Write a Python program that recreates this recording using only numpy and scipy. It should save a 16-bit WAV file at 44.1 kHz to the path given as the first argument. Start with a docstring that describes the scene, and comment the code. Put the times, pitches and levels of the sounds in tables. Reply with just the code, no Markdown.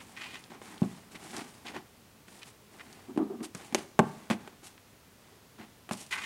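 """Faint brushing and light scratches on cardboard, then hollow thumps: a kitten plays at a box.
Fur and a cloth ribbon hiss over the surface, pads judder as they push the walls,
and claws scrape and click on the paper skin. Paw blows, the loudest sounds, make the box ring and boom.
The box stands close by, on the carpet of a small, quiet room."""
import sys
import numpy as np
from scipy import signal
from scipy.fft import rfft, irfft, next_fast_len
from scipy.io import wavfile
from scipy.ndimage import map_coordinates

SR = 44100
rng = np.random.default_rng(int(sys.argv[2]) if len(sys.argv) > 2 else 0)


def int16_out(signal):
    """Quantize to a 16-bit WAV file."""
    q = np.round(np.clip(np.atleast_2d(signal).T, -1, 1) * 32767)
    wavfile.write(sys.argv[1], SR, q.astype(np.int16))


N = 275625


def amp(db):
    """Decibels to gain."""
    return 10 ** (np.asarray(db) / 20)


def unit(x):
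    """Scale to rms 1."""
    return x / np.sqrt(np.mean(x ** 2) + 1e-20)


def along(points, hz):
    """Interpolate (freq_hz, value) points on a log frequency axis."""
    freq_hz, values = np.transpose(points)
    return np.interp(np.log(hz + 1), np.log(freq_hz + 1), values)


def add(track, start_s, sound):
    """Mix sound into track at start_s."""
    part = track[max(round(start_s * SR), 0):][:len(sound)]
    part += sound[:len(part)]


def filtered(x, response):
    """Apply a complex frequency response."""
    size = next_fast_len(len(x) + 8192)
    return irfft(rfft(x, size) * response(np.fft.rfftfreq(size, 1 / SR)), size)[:len(x)]


def coloured(x, spectrum):
    """Shape x by (freq_hz, gain_db) points; rms 1."""
    return unit(filtered(x, lambda f: amp(along(spectrum, f))))


def resonances(modes, f):
    """Response of (freq_hz, width_hz, gain_db) modes, summed with alternating sign."""
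    return sum((-1) ** k * amp(db) * 1j * f * width_hz / (hz * hz - f * f + 1j * f * width_hz)
               for k, (hz, width_hz, db) in enumerate(modes))


def band(x, hz, breadth):
    """One resonance, breadth * hz wide; rms 1."""
    return unit(filtered(x, lambda f: resonances([(hz, breadth * hz, 0)], f)))


def gliding(x, hz, breadth, count=4):
    """Resonance that follows hz by cross-fading static bands."""
    centres_hz = np.geomspace(hz.min(), hz.max() + 1, count)
    return sum(np.interp(hz, centres_hz, share) * band(x, centre_hz, breadth)
               for centre_hz, share in zip(centres_hz, np.eye(count)))


def curves(rows):
    """Gain and pitch per sample from (time_s, level_db, pitch_hz) rows; silent outside them."""
    time_s, level_db, pitch_hz = np.transpose(rows)
    t = np.arange(N) / SR
    active = (t >= time_s[0]) & (t <= time_s[-1])
    return amp(np.interp(t, time_s, level_db)) * active, np.interp(t, time_s, pitch_hz)


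def stroke(peak_s, rise_s, fall_s):
    """Speed of one movement: Gaussian swell and decay."""
    t = np.arange(N) / SR - peak_s
    width_s = np.where(t < 0, rise_s, fall_s)
    return np.exp(-np.minimum((t / width_s) ** 2 / 2, 30))


def sweep(start_s, length_s, rise_share=0.16, release_share=0.66):
    """Speed of one sweep: ramp, hold, decay."""
    t = np.arange(N) / SR - start_s
    ramp = np.clip(t / (rise_share * length_s), 0, 1)
    return ramp * np.exp(-np.maximum(t - length_s, 0) / (release_share * length_s))


def friction(n, rate_hz, smooth):
    """Random slips, mostly small, over smooth sliding noise."""
    slips = (rng.random(n) < rate_hz / SR) * rng.laplace(size=n)
    return unit(slips) + smooth * rng.standard_normal(n)


def grip(rate_hz, depth_db):
    """Gain of a contact that catches and lets go at random."""
    knots = rng.standard_normal(int(N * rate_hz / SR) + 4)
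    wander = map_coordinates(knots, [np.arange(N) * rate_hz / SR], order=1)
    return unit(amp(depth_db * wander))


# room tone: freq_hz, gain_db
AIR_SPECTRUM = [(15, -46), (25, -12.5), (107, -0.5), (144, -4), (205, -3), (352, -10), (403, -7.5),
                (654, -12.5), (1360, -15.5), (1470, -16.5), (1590, -17.5), (1780, -16.5), (15800, -26.5)]


def air():
    """Steady room tone: low rumble, faint hiss."""
    return amp(-58) * coloured(rng.standard_normal(N), AIR_SPECTRUM)


# room decay: freq_hz, t60_s
ROOM_DECAY = [(150, 0.66), (800, 0.52), (3000, 0.47), (10000, 1)]
# door and wall echoes: delay_s, gain_db
ROOM_ECHOES = [(0.0223, -15), (0.035, -32.5), (.038, -12)]


def room(x):
    """Dull echoes off door and walls, plus the short tail of a carpeted room."""
    hz, t, noise = signal.stft(rng.standard_normal(SR // 2), SR, nperseg=256)
    decay = amp(-60 * t / along(ROOM_DECAY, hz)[:, None])
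    build_up = 1 - np.exp(-t / 0.0125)
    tail = signal.istft(noise * decay * build_up, SR, nperseg=256)[1]
    tail = filtered(tail / np.linalg.norm(tail), lambda f: 1 / (1 + 1j * f / 2500))
    out = np.zeros(N)
    add(out, 0.008, amp(-14) * signal.fftconvolve(x, tail))
    dull = filtered(x, lambda f: 1 / (1 + (f / 700) ** 2))
    for delay_s, gain_db in ROOM_ECHOES:
        add(out, delay_s, amp(gain_db) * dull)
    return out


# bending waves back from the folds: delay_s, gain_db
FOLD_ECHOES = [(.0009, -35), (.0026, -22.5), (.0048, -22.5)]


def rubbing(rate_hz, smooth, grip_hz, depth_db):
    """Uneven friction on cardboard; reflections from the folds ripple its spectrum."""
    contact = friction(N, rate_hz, smooth) * grip(grip_hz, depth_db)
    out = contact.copy()
    for delay_s, gain_db in FOLD_ECHOES:
        add(out, delay_s, amp(gain_db) * contact)
    return unit(out)


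# brushed wall: freq_hz, gain_db
MURMUR_SPECTRUM = [(40, -23), (100, -5.5), (220, 5.5), (380, 1), (510, -8.5), (780, -0.5), (1350, -7),
                   (2000, -7), (4500, -18), (9000, -28.5), (16000, -41)]
# brushed surface fibres: freq_hz, gain_db
HISS_SPECTRUM = [(500, -13), (2500, 6.5), (4500, 0.5), (6500, -2.5), (9000, -1), (11000, -6), (13000, -12),
                 (16000, -38)]
# fur and ribbon sweeps: start_s, length_s, murmur_db, hiss_db
SWEEPS = [(0, 0.031, -54, -56), (0.03, 0.15, -59, -59.5), (0.17, 0.2, -55, -58.5), (0.497, 0.047, -50, -65),
          (0.608, 0.12, -49.5, -55), (0.793, 0.15, -53.5, -56.5), (1.108, 0.049, -54.5, -53.5),
          (1.183, 0.22, -51.5, -50.5), (1.326, 0.069, -42, -54.5), (1.646, 0.059, -47, -57.5),
          (1.735, 0.04, -44, -63), (2.27, 0.11, -58.5, -57), (2.453, 0.034, -56, -54),
          (2.692, 0.27, -56, -62.5), (3.427, 0.021, -47.5, -42), (3.539, 0.12, -51, -54),
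          (3.757, 0.044, -44.5, -46.5), (3.991, 0.21, -55, -60.5), (4.303, 0.024, -36.5, -47.5),
          (4.384, 0.09, -55.5, -68), (4.626, 0.05, -57.5, -51.5), (5.197, 0.12, -62.5, -73),
          (5.58, 0.051, -50.5, -78), (5.917, 0.023, -43, -41), (5.965, 0.059, -55, -45.5),
          (6.107, 0.038, -54, -43.5), (6.16, 0.09, -55, -50)]


def brushes(hiss_trim_db=-3):
    """Fur and cloth hiss on the surface; the wall murmurs under them."""
    murmur_power = sum((amp(db) * sweep(start_s, length_s)) ** 2 for start_s, length_s, db, _ in SWEEPS)
    hiss_power = sum((amp(db) * sweep(start_s, length_s)) ** 2 for start_s, length_s, _, db in SWEEPS)
    murmur = coloured(rubbing(rate_hz=2500, smooth=0.82, grip_hz=60, depth_db=2), MURMUR_SPECTRUM)
    fibres = coloured(rubbing(rate_hz=12000, smooth=0.55, grip_hz=140, depth_db=2), HISS_SPECTRUM)
    hiss = amp(hiss_trim_db) * band(fibres, hz=7800, breadth=0.99)
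    return np.sqrt(murmur_power) * murmur + np.sqrt(hiss_power) * hiss


# pushed wall: freq_hz, width_hz, gain_db
FLEX_MODES = [(234.3, 47, 6), (386.6, 55, 2.5), (720, 86, -4.5), (960, 60, -5.5), (1180, 140, -5.5)]
# paw slipping under light pressure: time_s, level_db, pitch_hz
LIGHT_LEAN = [(3.06, -67, 276), (3.102, -39, 281), (3.14, -57, 276), (3.15, -45, 273)]
# paw slipping under hard pressure: time_s, level_db, pitch_hz
HARD_LEAN = [(3.19, -30.5, 262), (3.198, -31.5, 259), (3.216, -27, 267), (3.284, -49.5, 353),
             (3.302, -38.5, 350), (3.342, -38, 333), (3.378, -53.5, 284), (3.414, -35, 283),
             (3.5, -60, 257.4)]


def pushes(lean_trim_db=-0.5, settle_re_boom_db=-26, settle_lag_s=0.018):
    """A pad judders along the wall and flexes it, while leaning and briefly after each blow."""
    judder = filtered(friction(N, rate_hz=2600, smooth=1.45), lambda f: resonances(FLEX_MODES, f))
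    leaning = sum(gain * gliding(judder, pitch_hz, breadth=0.95)
                  for gain, pitch_hz in map(curves, (LIGHT_LEAN, HARD_LEAN)))
    settling = np.zeros(N)
    for start_s, _, _, boom_db, _, _ in PAW_BLOWS:
        speed = stroke(start_s + settle_lag_s, rise_s=settle_lag_s / 3, fall_s=0.011)
        settling += amp(boom_db + settle_re_boom_db) * speed
    return amp(lean_trim_db) * leaning + settling * band(judder, hz=434, breadth=0.93)


# scraped wall: freq_hz, width_hz, gain_db
SCRAPE_MODES = [(980, 580, 4.5), (1525, 20, -2.5), (1844, 18, 7.5), (1993, 65, 3), (2446, 26, 6.5),
                (2950, 330, -13), (3900, 770, -38)]
# short claw scratches: peak_s, level_db, pitch_hz
CLAW_SCRATCHES = [(0.008, -43.5, 2500), (1.157, -39.5, 2540), (1.669, -42, 3230), (1.689, -37.5, 2740),
                  (1.763, -40, 1620), (2.426, -43, 2840), (2.811, -41.5, 2078), (3.785, -42.5, 3200),
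                  (4.314, -26.5, 2400), (4.332, -35.5, 2090), (6.124, -45, 2400)]
# long claw drags, one list each: time_s, level_db, pitch_hz
CLAW_DRAGS = [
    [(0.15, -80, 2220), (0.174, -44, 2250), (0.202, -48, 2160), (0.218, -38.5, 2550), (0.296, -52, 2820),
     (0.366, -44, 2600), (0.406, -63, 2086), (0.42, -62, 1980)],
    [(6.105, -65, 2360), (6.111, -36.5, 2370), (6.125, -31, 2230), (6.171, -37, 1840), (6.189, -35.5, 1970),
     (6.213, -44.5, 2020), (6.241, -38, 2570), (6.25, -38, 2480)],
]


def scrapes(scratch_trim_db=-4, drag_trim_db=-0.5):
    """Claws stick and slip on the paper skin; wall modes stand out of the broadband rasp."""
    def wall(f):
        modes = sum(resonances([mode], f) for mode in SCRAPE_MODES)
        return (amp(-11.5) + modes) * f / (f + 700) / (1 + (f / 11500) ** 6)

    rasp = filtered(rubbing(rate_hz=3000, smooth=0.67, grip_hz=160, depth_db=2.2), wall)
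    out = np.zeros(N)
    for peak_s, level_db, pitch_hz in CLAW_SCRATCHES:
        speed = stroke(peak_s, rise_s=0.0054, fall_s=0.0069)
        out += amp(level_db + scratch_trim_db) * speed * band(rasp, pitch_hz, breadth=0.64)
    for gain, pitch_hz in map(curves, CLAW_DRAGS):
        out += amp(drag_trim_db) * gain * gliding(rasp, pitch_hz, breadth=0.68)
    return out


# claw clicks: start_s, level_db, pitch_hz
CLAW_TICKS = [(0.1664, -34, 2500), (0.44, -33.5, 3380), (0.78, -36, 2955), (0.8307, -35.5, 2680),
              (1.308, -35.5, 3030), (1.3663, -20.5, 5770), (1.381, -26, 6200), (1.408, -33, 2800),
              (1.669, -28, 2830), (1.6833, -29, 2755), (2.283, -37, 1340), (2.4315, -29.5, 2500),
              (2.7969, -34.5, 1816), (2.9286, -32.5, 5000), (3.406, -39, 1510), (3.435, -35, 4500),
              (3.5492, -22.5, 6960), (3.7469, -8.5, 5850), (3.9918, -17, 7000), (4.779, -40.5, 1900)]


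def ticks(trim_db=-1.5, crackle_t60_s=0.033):
    """A claw tip snaps free with one click; fibres crackle after it."""
    out, t = np.zeros(N), np.arange(SR // 25) / SR
    for start_s, level_db, pitch_hz in CLAW_TICKS:
        snap = 0.25 * rng.standard_normal(len(t)) * amp(-60 * t / crackle_t60_s)
        snap[0] = 3  # the click
        snap = band(band(snap, pitch_hz, breadth=0.9), pitch_hz, breadth=1.3)
        add(out, start_s, amp(level_db + trim_db) * snap / np.abs(snap).max())
    return filtered(out, lambda f: 1 / (1 + (f / 12000) ** 6))  # paper damps the top treble


def radiated(x, cutoff_hz):
    """A panel radiates little below its cutoff."""
    return filtered(x, lambda f: 1 / (1 - (cutoff_hz / (f + 1)) ** 2 - 1j * cutoff_hz / (f + 1)))


# struck box: freq_hz, t60_s, level_db
BOX_MODES = [(149, 0.52, -37), (224.5, 0.1, -15.5), (374, 0.046, -8.5), (477, 0.052, -22.5),
             (596, 0.041, -12), (803, 0.03, -5.5), (1024, 0.037, -9.5), (1368, 0.0058, -19.5),
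             (1510, 0.022, -14), (2170, 0.042, -20.5), (2980, 0.01, -14.5)]
# crushed paper fibres: freq_hz, gain_db
CRUNCH_SPECTRUM = [(100, -50), (350, 13.5), (900, 5.5), (2000, 3), (3200, 0.5), (4500, -8.5), (6300, -11),
                   (9000, -10), (12000, -18.5), (16000, -40)]
# paw blows: start_s, slap_db, hardness_hz, boom_db, boom_hz, crunch_db
PAW_BLOWS = [(0.519, -35.5, 2000, -58, 260, -57), (0.617, -39.5, 2120, -54, 265, -44),
             (0.8189, -13.5, 635, -7.5, 200.5, -65), (1.153, -62, 1200, -38.5, 193, -44),
             (1.746, -41, 2000, -56, 240, -48), (1.7631, -27, 1900, -64, 244, -45),
             (3.162, -44, 450, -23.5, 308, -49), (3.1754, -15.5, 940, -12, 312, -35.5),
             (3.549, -51, 1800, -29.5, 179, -35), (3.725, -30, 1100, -28, 259, -36),
             (3.7471, -15.5, 1270, -18, 361, -16.5), (3.9917, -4.5, 1820, -31, 189, -22),
             (3.9961, -2, 1790, -8.5, 191, -49), (4.301, -23.5, 3430, -16.5, 224.4, -23.5),
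             (4.3098, -19, 1480, -13.5, 215, -25.5), (4.476, -39, 1790, -57, 232, -40),
             (5.602, -40, 800, -40, 208, -63), (5.8914, -42, 2500, -63, 215, -36),
             (5.9109, -24, 1740, -21, 213, -30)]


def blows(boom_t60_s=0.035, crunch_t60_s=0.042, crunch_trim_db=-3):
    """A paw slaps the wall, the whole panel booms, and claws crush paper fibres."""
    out, t = np.zeros(N), np.arange(SR // 4) / SR
    boom_attack = 1 - np.exp(-t / 0.0015)
    for start_s, slap_db, hardness_hz, boom_db, boom_hz, crunch_db in PAW_BLOWS:
        ring = np.zeros(len(t))
        for freq_hz, t60_s, level_db in BOX_MODES:
            detune = 1 + rng.normal(0, 0.015)  # each spot rings differently
            ring += amp(level_db - 60 * t / t60_s) * np.cos(2 * np.pi * freq_hz * detune * t)
        # a soft pad excites only the low modes
        slap = amp(slap_db) * filtered(ring, lambda f: 1 / (1 + 1j * f / hardness_hz) ** 3)
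        boom = amp(boom_db - 60 * t / boom_t60_s) * np.sin(2 * np.pi * boom_hz * t) * boom_attack
        slips = friction(len(t), rate_hz=14000, smooth=0.29)
        slips[SR // 4000] += 7  # crack of first contact
        crunch = coloured(slips, CRUNCH_SPECTRUM) * amp(crunch_db + crunch_trim_db - 60 * t / crunch_t60_s)
        add(out, start_s, radiated(slap + boom, cutoff_hz=0.58 * boom_hz) + crunch)
    return out


def scene():
    """Kitten and box in a quiet room; the small walls radiate no deep bass."""
    box = blows() + ticks() + scrapes() + brushes() + pushes()
    box = signal.sosfilt(signal.butter(2, 50, "highpass", fs=SR, output="sos"), box)
    return (air() + box + room(box))[None]


def record(dry, low_hz=45, top_hz=15850):
    """Microphone: bass roll-off and a hard upper band limit."""
    return filtered(dry[0], lambda f: 1j * f / (1j * f + low_hz) * (f < top_hz))[None]


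dry = scene()
out = record(dry)
int16_out(out)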